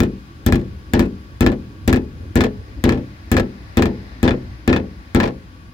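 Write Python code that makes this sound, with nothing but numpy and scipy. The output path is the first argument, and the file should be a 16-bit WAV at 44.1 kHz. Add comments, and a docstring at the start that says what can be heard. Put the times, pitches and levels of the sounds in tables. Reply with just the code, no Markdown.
"""The sheet-metal hood of a truck: a mallet taps it about twice a second, outdoors, close to a stereo microphone.
Each blow rebounds two to four times; every contact clicks and thumps the panel's ringing modes,
and leaves a short metallic wash of filtered noise.
Behind it, bands of wavering noise make far rumble, hiss and faint whines, and a distant car passes.
A look-ahead limiter holds the peaks."""
import sys
import numpy as np
from scipy import signal
from scipy.io import wavfile
from scipy.ndimage import uniform_filter1d, minimum_filter1d

SR = 44100
rng = np.random.default_rng(int(sys.argv[2]) if len(sys.argv) > 2 else 0)


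def wav_record(signal):
    """Record a signal, one row per channel, as 16-bit PCM in the file named by sys.argv[1]."""
    frames = np.transpose(np.atleast_2d(signal))
    bounded = np.clip(frames, -1, 1)
    # unit amplitude maps onto the largest positive 16-bit level
    quanta = np.round(bounded * 32767).astype(np.int16)
    wavfile.write(sys.argv[1], SR, quanta)


N = 252693
LEAD = 4000   # samples of run-in, so a blow just before the start still rings
TOTAL = N + LEAD
THIRD_OCTAVE_EDGES_HZ = 26.6 * 2 ** np.arange(0, 9.7, 1 / 3)
RIGHT_LAG_S = 0.00017


def from_db(db):
    """Decibels to gain."""
    return 10 ** (np.asarray(db) / 20)


def at_hz(points, hz):
    """A table read on a log-frequency axis."""
    table_hz, value = np.array(points).T
    return np.interp(np.log(hz), np.log(table_hz), value)


def over_time(points):
    """A table of levels read at every sample, run-in included."""
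    t = (np.arange(TOTAL) - LEAD) / SR
    return np.interp(t, *np.transpose(points))


def leaning(lean_db):
    """Left and right gains whose difference is the lean, left minus right."""
    return from_db([[lean_db / 2], [-lean_db / 2]])


def drift(rate_hz):
    """Slow chance with spread 1: noise low-passed at the rate, one value every 40 samples, joined by lines."""
    r = np.exp(-2 * np.pi * rate_hz * 40 / SR)
    noise = rng.standard_normal(TOTAL // 40 + 2002)
    slow = signal.lfilter([1], [1, -2 * r, r * r], noise)[2000:]   # drop the filter's settling
    return np.interp(np.arange(TOTAL) / 40, np.arange(len(slow)), slow / slow.std())


def bands(low_hz, high_hz):
    """Third-octave band-passes with their centres."""
    chosen = []
    for low, high in zip(THIRD_OCTAVE_EDGES_HZ, THIRD_OCTAVE_EDGES_HZ[1:]):
        if low >= low_hz and high <= high_hz:
            chosen.append((np.sqrt(low * high), signal.butter(2, [low, high], "band", fs=SR, output="sos")))
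    return chosen


def pair(mid, side, alike, lean_db):
    """Left and right from two unrelated noises, shared in part (likeness 1: same, -1: opposite)."""
    alike = np.clip(alike, -1, 1)
    stereo = np.sqrt(1 + alike) * mid + np.sqrt(1 - alike) * side * [[1], [-1]]
    return leaning(lean_db) * stereo


def lagged(left, right):
    """The right port is a little farther from the hood, so sound reaches it later."""
    n = np.arange(len(right))
    return np.array([left, np.interp(n - RIGHT_LAG_S * SR, n, right)])


def ring(clicks, hz, t60):
    """A damped resonance: a unit click sets a sine of height 1 ringing."""
    r, w = from_db(-60 / (t60 * SR)), 2 * np.pi * hz / SR
    return signal.lfilter([0, np.sin(w)], [1, -2 * r * np.cos(w), r * r], clicks)


def dying(clicks, t60):
    """An exponential fall after each click."""
    return signal.lfilter([1], [1, -from_db(-60 / (t60 * SR))], clicks)


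# mallet blows on the hood, the struck spot wandering: (time [s], strength [dB], treble of the blow [dB],
# treble of its rebounds [dB], tilt of the boom [dB per octave], midrange wash [dB])
MALLET_BLOWS = [(-0.0565, 0, -6, 8, 0, 0), (0.4632, 1, 16, 5.5, -2, 0.5), (0.9354, 3.5, 6.5, 7, 0.6, 2.5),
                (1.4076, 4, 14.5, 2, 0, 2.8), (1.877, 2.5, 12, 5.5, 0.3, -0.5),
                (2.3562, 3.5, 13, 2, 0.6, 1), (2.8396, 6.5, 7, 0, 0.9, 2.3), (3.3158, 4, 16, 3.5, -0.3, 0),
                (3.7714, 5.5, 6.5, 3, 1.7, 3.7), (4.2299, 2.5, 8, -5.5, 1.4, 3),
                (4.6773, 4.5, 0, -3, 3.1, 2.5), (5.1477, 3.5, 7, -3.5, 1.1, 5.5)]
# the head bounces back onto the sheet: (time [s], push [dB], crack [dB])
HEAD_BOUNCES = [(0.0032, 1.2, -4), (0.0332, -13.5, -18.5), (0.5237, 1.2, -3.5), (0.556, -9, -16),
                (0.595, -40, -34), (0.613, -40, -36), (0.994, -0.8, -5.5), (1.024, -22, -24),
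                (1.054, -15.5, -30.5), (1.4638, 0.9, -3), (1.518, -14, -22.5), (1.9281, 0.1, -5),
                (1.96, -15, -15), (2.407, -4.5, -4), (2.438, -10, -9.5), (2.46, -23, -30),
                (2.8924, -6, -3.5), (2.9228, -10, -14.5), (2.947, -17, -29), (2.975, -12, -28.5),
                (3.367, -5.5, -4), (3.3972, -6.5, -11.5), (3.8224, -7.5, -5), (3.8564, -6, -11.5),
                (4.2779, -5, -7), (4.3081, -5.5, -11), (4.7289, -5.5, -4), (4.7627, -7.5, -9.5),
                (5.2013, -19, -3), (5.232, -8.5, -10), (5.2551, -15, -18.5), (5.2748, -20.5, -19)]
BLOW_CRACK_DB, BLOW_RING_DB = -5.5, -4   # against the blow's strength
CRACK_DB_PER_TREBLE_DB = -0.61   # a brighter blow has less body
REBOUND_RING_DB = -6.5   # against the rebound's crack


def contacts():
    """Blows and rebounds in time order: (time [s], push [dB], crack [dB], treble [dB], ringing [dB])."""
    blow_s, _, _, rebound_treble_db = np.transpose(MALLET_BLOWS)[:4]
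    rows = []
    for s, strength_db, treble_db, *_ in MALLET_BLOWS:
        crack_db = strength_db + BLOW_CRACK_DB + CRACK_DB_PER_TREBLE_DB * treble_db
        rows.append((s, strength_db, crack_db, treble_db, strength_db + BLOW_RING_DB))
    for s, push_db, crack_db in HEAD_BOUNCES:
        treble_db = rebound_treble_db[np.searchsorted(blow_s, s) - 1]   # set by the blow before it
        rows.append((s, push_db, crack_db, treble_db, crack_db + REBOUND_RING_DB))
    return np.array(sorted(rows))


def rebounds():
    """True for a contact that follows another within 0.2 s."""
    return np.diff(contacts()[:, 0], prepend=-1) < .2


def spot():
    """Tilt and midrange of each contact: rebounds land where their blow did."""
    blow_index = np.cumsum(~rebounds()) - 1
    return np.array(MALLET_BLOWS)[blow_index, 4:].T


def impulses(db, delay_s=0):
    """One impulse per contact, over a floor that is never quite zero."""
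    out = np.full(TOTAL, 1e-18)
    at = np.round((contacts()[:, 0] + delay_s) * SR).astype(int) + LEAD
    out[at] = from_db(db)
    return out


# click of a blow, before its offset: (frequency [Hz], relative density [dB per Hz])
BLOW_CLICK = [(470, -29), (800, -5), (1260, -11.5), (3750, -25), (5210, -54), (5840, -55), (6890, -60),
              (7620, -18), (8430, -27), (9570, -65), (11000, -27), (13300, -25), (15300, -43), (16500, -36)]
# click of a rebound, before its offset: (frequency [Hz], relative density [dB per Hz])
REBOUND_CLICK = [(470, -30), (800, -1), (1670, -8), (3660, -12.5), (5840, -36), (7340, -18), (8220, -27),
                 (9450, -80), (11000, -41), (13100, -34.5), (14400, -50), (15700, -70), (16500, -45)]
# noise of the sheet's dense high modes, before its offset: (frequency [Hz], relative density [dB per Hz])
SHEET_WASH = [(120, -31), (200, -19), (300, -2.5), (617, -21.5), (892, -17.5), (1130, -32), (1730, -19),
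              (2050, -26.5), (3700, -27), (4970, -30.5), (9840, -49.5), (15300, -39.5), (16500, -76)]
# how long the wash lasts: (frequency [Hz], t60 [s])
SHEET_WASH_T60 = [(400, 0.36), (700, 0.2), (2000, 0.14), (5000, 0.094), (12000, 0.05)]
# stereo balance of the hood: (frequency [Hz], left minus right [dB])
HOOD_LEAN = [(60, 1.5), (110, 2.5), (200, 2.0), (380, 1.0), (700, 2.0), (1290, 5.0), (2380, 7.5),
             (4400, -1.0), (8120, 8.0), (15000, 4.0)]
# stereo likeness of the wash: (frequency [Hz], left-right likeness [-1 to 1])
WASH_ALIKE = [(300, 0.45), (700, 0.38), (1400, -0.78), (3000, 0.48), (8000, -0.42)]
CRACK_DB, REBOUND_CRACK_DB, WASH_DB = 23, 22, 11   # offsets of the three spectra
REBOUND_TREBLE_DB = 4.5   # extra treble in a rebound's wash
MIDRANGE_HZ = 860


def crack_and_wash(burst_db=-4.5, rebound_burst_db=4.0, burst_share=0.64, chatter_db=3.5, spread_s=0.041):
    """A sharp click at each contact, then countless high plate modes as noise: a quick burst, a slower tail."""
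    _, _, crack_db, treble_db, ring_db = contacts().T
    tilt, midrange_db = spot()
    bounce = rebounds()
    quick_db = np.where(bounce, rebound_burst_db, burst_db)   # a light bounce puts more into fast-dying modes
    chatter = from_db(chatter_db * drift(186.0))              # loose seams buzz unevenly
    white = rng.standard_normal((2, 2, TOTAL)) * chatter
    out = 0
    for k, (hz, band) in enumerate(bands(400, 18000)):
        lean_db, t60 = at_hz(HOOD_LEAN, hz), at_hz(SHEET_WASH_T60, hz)
        high = np.clip(np.log2(hz / 4500), 0, 1)   # treble settings fade in over this octave
        middle = max(1 - abs(np.log2(hz / MIDRANGE_HZ)), 0)

        blow_colour_db = CRACK_DB + at_hz(BLOW_CLICK, hz)
        rebound_colour_db = REBOUND_CRACK_DB + at_hz(REBOUND_CLICK, hz)
        colour_db = np.where(bounce, rebound_colour_db, blow_colour_db)
        clicks = impulses(crack_db + colour_db + treble_db * high)
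        crack = (hz > 800) * lagged(clicks, clicks) * leaning(lean_db)

        start_db = ring_db + WASH_DB + at_hz(SHEET_WASH, hz) + midrange_db * middle
        start_db = start_db + (treble_db + REBOUND_TREBLE_DB * bounce) * high
        slow = impulses(start_db)
        tail = dying(slow, t60) - dying(slow, spread_s)   # builds up as waves spread over the sheet
        burst = dying(impulses(start_db + quick_db), t60 * burst_share)
        wash = pair(*(white[k % 2] * (tail + burst)), at_hz(WASH_ALIKE, hz), lean_db)

        # alternate signs join the bands without holes
        out = out + signal.sosfilt(band, wash + (-1) ** k * crack)
    return out


# bright modes near the struck spot, rung by the hard crack:
# (frequency [Hz], relative level [dB], t60 before the cap [s])
BRIGHT_MODES = [(1080, -19, 0.33), (1252, -12, 0.13), (1323, -14.5, 0.19), (1412, -7, 0.099),
                (1465, -18, 0.18), (1683, -0.5, 0.082), (1745, -5.5, 0.14), (1808, -5.5, 0.13),
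                (1860, -26.5, 0.17), (2128, -25.5, 0.024), (2286, -9, 0.061), (2437, -7.5, 0.07),
                (2570, -5.5, 0.1), (3100, -16, 0.05), (3520, -8, 0.06)]
SPOT_DB, SPOT_REBOUND_DB = -20.5, 9   # all contacts; added on rebounds
SPOT_T60_MAX_S = .2   # the bright modes die within 0.2 s


def clink(spread_db=4.5):
    """Bright modes ring, each by chance louder or softer; the ports hear them with other polarities."""
    out = np.zeros((2, TOTAL))
    ring_db = contacts()[:, 4] + SPOT_DB + SPOT_REBOUND_DB * rebounds()
    chance_db = rng.normal(0, spread_db, (len(contacts()), len(BRIGHT_MODES)))
    for k, (hz, level_db, t60) in enumerate(BRIGHT_MODES):
        clicks = impulses(ring_db + level_db + chance_db[:, k])
        tone = (-1) ** k * ring(clicks, hz, min(t60, SPOT_T60_MAX_S))
        right_polarity = (-1) ** (k // 2)
        out += tone * leaning(at_hz(HOOD_LEAN, hz)) * [[1], [right_polarity]]
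    return lagged(*out)


TICK_DELAY_S, TICK_HZ, FACE_CUT_HZ = .0002, 2600, 4500
TICK_DB, REBOUND_TICK_DB = -6.5, -3   # against the crack
TICK_LEAN_DB = 6   # left minus right


def tick():
    """The face of the mallet lands: one short pulse of suction, softened by a low-pass."""
    tick_db = contacts()[:, 2] + np.where(rebounds(), REBOUND_TICK_DB, TICK_DB)
    clicks = impulses(tick_db, TICK_DELAY_S)
    r = np.exp(-2 * np.pi * TICK_HZ / SR)
    # the factor in front brings the peak near the click's height
    pulse = -np.e * (1 - r) * signal.lfilter([1], [1, -2 * r, r * r], clicks)
    pulse = signal.sosfilt(signal.butter(2, FACE_CUT_HZ, fs=SR, output="sos"), pulse)
    return lagged(*(pulse * leaning(TICK_LEAN_DB)))


# low modes of the hood: (frequency [Hz], relative level [dB], t60 [s], polarity at the struck spot [+1 or -1])
LOW_MODES = [(40.7, -24.5, 0.46, -1), (49.5, -15.5, 0.3, -1), (59, -52, 0.06, -1), (80.8, -12.5, 0.28, 1),
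             (97.3, -8.5, 0.14, 1), (130.3, -19, 0.46, -1), (149.7, -15.5, 0.19, 1),
             (186.8, -20.5, 0.51, 1), (200.24, -20, 0.49, 1), (221.76, -9.5, 0.24, 1),
             (238.3, -21, 0.47, 1), (255.05, -11, 0.28, -1), (286.3, -18, 0.36, -1), (305.5, -26, 0.51, 1),
             (308, -45, 0.65, 1), (341.9, -12.5, 0.28, -1), (370.4, -20, 0.33, -1), (415.8, -20, 0.37, -1),
             (483.5, -27.5, 0.29, 1), (522, -49.5, 0.84, 1), (576.8, -29, 0.26, 1), (715, -37, 0.11, -1),
             (789.5, -28.5, 0.15, 1), (847, -44, 0.51, 1)]
PUSH_DELAY_S = .00087
TILT_PIVOT_HZ = 205
REBOUND_TILT = 0.76   # dB per octave: rebounds ring the low modes slightly less, the higher ones slightly more
DENT_HZ, DENT_DB, DENT_T60_S = 463, -14, 0.0076
THUMP_LEAN_DB = 2.5   # modes, left minus right; the dent leans twice as far


def thump():
    """The panel yields a moment after contact; the same modes ring every time, tilted by the spot."""
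    push_db = contacts()[:, 1]
    tilt = spot()[0] + REBOUND_TILT * rebounds()
    out = np.zeros((2, TOTAL))
    for hz, level_db, t60, polarity in LOW_MODES:
        octaves = np.clip(np.log2(hz / TILT_PIVOT_HZ), -1, 1)
        push = impulses(push_db + tilt * octaves, PUSH_DELAY_S)
        out += np.sign(polarity) * ring(push, hz, t60) * from_db(level_db) * leaning(THUMP_LEAN_DB)
    dent = ring(impulses(push_db + DENT_DB), DENT_HZ, DENT_T60_S)
    out = out - dent * leaning(2 * THUMP_LEAN_DB)   # the skin first moves away
    return lagged(*out)


# stereo balance of the background: (frequency [Hz], left minus right [dB])
BACKGROUND_LEAN = [(60, 3.5), (110, -1.5), (200, 0.5), (380, -0.5), (700, 4.5), (1290, 2), (2380, 8.5),
                   (4400, -6), (8120, 11.5), (15000, -5)]
# stereo likeness of the background: (frequency [Hz], left-right likeness [-1 to 1])
BACKGROUND_ALIKE = [(60, 1), (130, 0.87), (290, 0.98), (640, -0.069), (1410, -0.57), (3100, 0.21),
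                    (6820, -0.26), (15000, 0.16)]


def traffic(spectrum, level_db, low_hz, high_hz, patchy_db):
    """Bands of stereo noise, each wavering on its own and a little together; level is that of the mono mix."""
    white = rng.standard_normal((2, 2, TOTAL))
    together = drift(4.2)
    out = 0
    for k, (hz, band) in enumerate(bands(low_hz, high_hz)):
        mid, side = signal.sosfilt(band, white[k % 2])
        waver_db = patchy_db * (.5 * together + drift(8.5))
        gain = from_db(at_hz(spectrum, hz) + waver_db)
        out = out + gain * pair(mid, side, at_hz(BACKGROUND_ALIKE, hz), at_hz(BACKGROUND_LEAN, hz))
    return from_db(level_db) * out / out.mean(0).std()


# far traffic rumble: (time [s], level [dB])
RUMBLE_LEVEL = [(0.3, -37), (0.69, -32.5), (1.3, -38.5), (1.87, -34), (5.38, -37.5), (5.73, -40)]
# colour of the rumble: (frequency [Hz], relative density [dB per Hz])
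RUMBLE_COLOUR = [(12, -43), (20, -41), (59, 1.5), (89, 3), (168, -13), (295, -10.5), (392, -25),
                 (490, -20.5), (700, -38), (910, -61), (1540, -120)]


def rumble():
    """Far traffic's low end: patchy bands of noise that swell and sink."""
    return traffic(RUMBLE_COLOUR, over_time(RUMBLE_LEVEL), 20, 640, patchy_db=2.5)


# far traffic hiss: (time [s], level [dB])
FAR_HISS_LEVEL = [(0, -54), (1.8, -55), (3.2, -54.5), (5.0, -55.5), (5.73, -56.5)]
# colour of the hiss: (frequency [Hz], relative density [dB per Hz])
HISS_COLOUR = [(290, -30), (500, 0), (538, -7), (787, -3), (872, 3.5), (1170, -11.5), (1370, 9),
               (1640, -5.5), (3660, -9), (3990, -11), (4760, -11.5), (9060, -30.5), (10000, -33),
               (15100, -16.5), (16500, -87)]


def hiss():
    """Far traffic's upper end: nearly steady bands of noise."""
    return traffic(HISS_COLOUR, over_time(FAR_HISS_LEVEL), 500, 18000, patchy_db=0.44)


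# narrow bands in the background: (frequency [Hz], width of one resonance [Hz], relative level [dB])
NARROW_BANDS = [(1133, 55, -60.5), (2470, 34, -72), (4905, 100, -71), (6370, 170, -76.5), (10080, 600, -76)]


def whines():
    """Faint wavering bands of noise, each through a resonance twice."""
    out = 0
    for hz, width_hz, level_db in NARROW_BANDS:
        tone = rng.standard_normal((2, TOTAL))
        t60 = np.log(1000) / (np.pi * width_hz)
        for _ in range(2):
            tone = ring(tone, hz, t60)
        gain = from_db(level_db + 0.62 * drift(3.9)) / tone.std()
        out = out + gain * pair(*tone, at_hz(BACKGROUND_ALIKE, hz), at_hz(BACKGROUND_LEAN, hz))
    return out


# tyre noise of a car passing far off: (time [s], level [dB])
PASSING_LEVEL = [(0, -112), (2.6, -60), (3.4, -54), (4.1, -50.5), (4.7, -56), (5.2, -57), (5.73, -67)]
# colour of the tyre noise: (frequency [Hz], relative density [dB per Hz])
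TYRE_COLOUR = [(350, -31), (600, 3.5), (1150, -1), (1230, -4), (1890, 3), (2430, -5.5), (3250, -33),
               (3830, -7), (5070, -9), (8000, -57), (10400, -64), (17600, -120)]


def passing_car():
    """Tyres far off: bands of noise that rise out of near silence and fall again."""
    return traffic(TYRE_COLOUR, over_time(PASSING_LEVEL), 500, 9000, patchy_db=0.5)


def scene():
    """The hood close by, the traffic far behind, with the run-in cut off."""
    hood = crack_and_wash() + clink() + tick() + from_db(-2.0) * thump()
    background = rumble() + hiss() + whines() + passing_car()
    return (hood + background)[:, LEAD:]


MIC_LOW_HZ, CUTOFF_HZ = 2.5, 17000
LIMIT_DB, RELEASE_DB_PER_S = -1, 220
LOOK_SAMPLES = 65   # window centred on each sample, so the gain falls before a peak


def record(dry):
    """The microphone drops the deepest bass; a look-ahead limiter links both channels; the top is cut."""
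    dry = signal.sosfilt(signal.butter(2, MIC_LOW_HZ, "high", fs=SR, output="sos"), dry)
    peak_db = 20 * np.log10(np.abs(dry).max(0) + 1e-9)
    over_db = np.maximum(peak_db - LIMIT_DB, 0)
    ramp_db = RELEASE_DB_PER_S * np.arange(N) / SR
    held_db = np.maximum.accumulate(over_db + ramp_db) - ramp_db   # lets go at the release rate
    gain_db = minimum_filter1d(-held_db, size=LOOK_SAMPLES)
    gain_db = uniform_filter1d(gain_db, size=LOOK_SAMPLES)
    limited = dry * from_db(gain_db)
    out = signal.sosfilt(signal.cheby2(12, 60, CUTOFF_HZ, fs=SR, output="sos"), limited)
    return np.clip(out, -1, 1)


dry = scene()
out = record(dry)
wav_record(out)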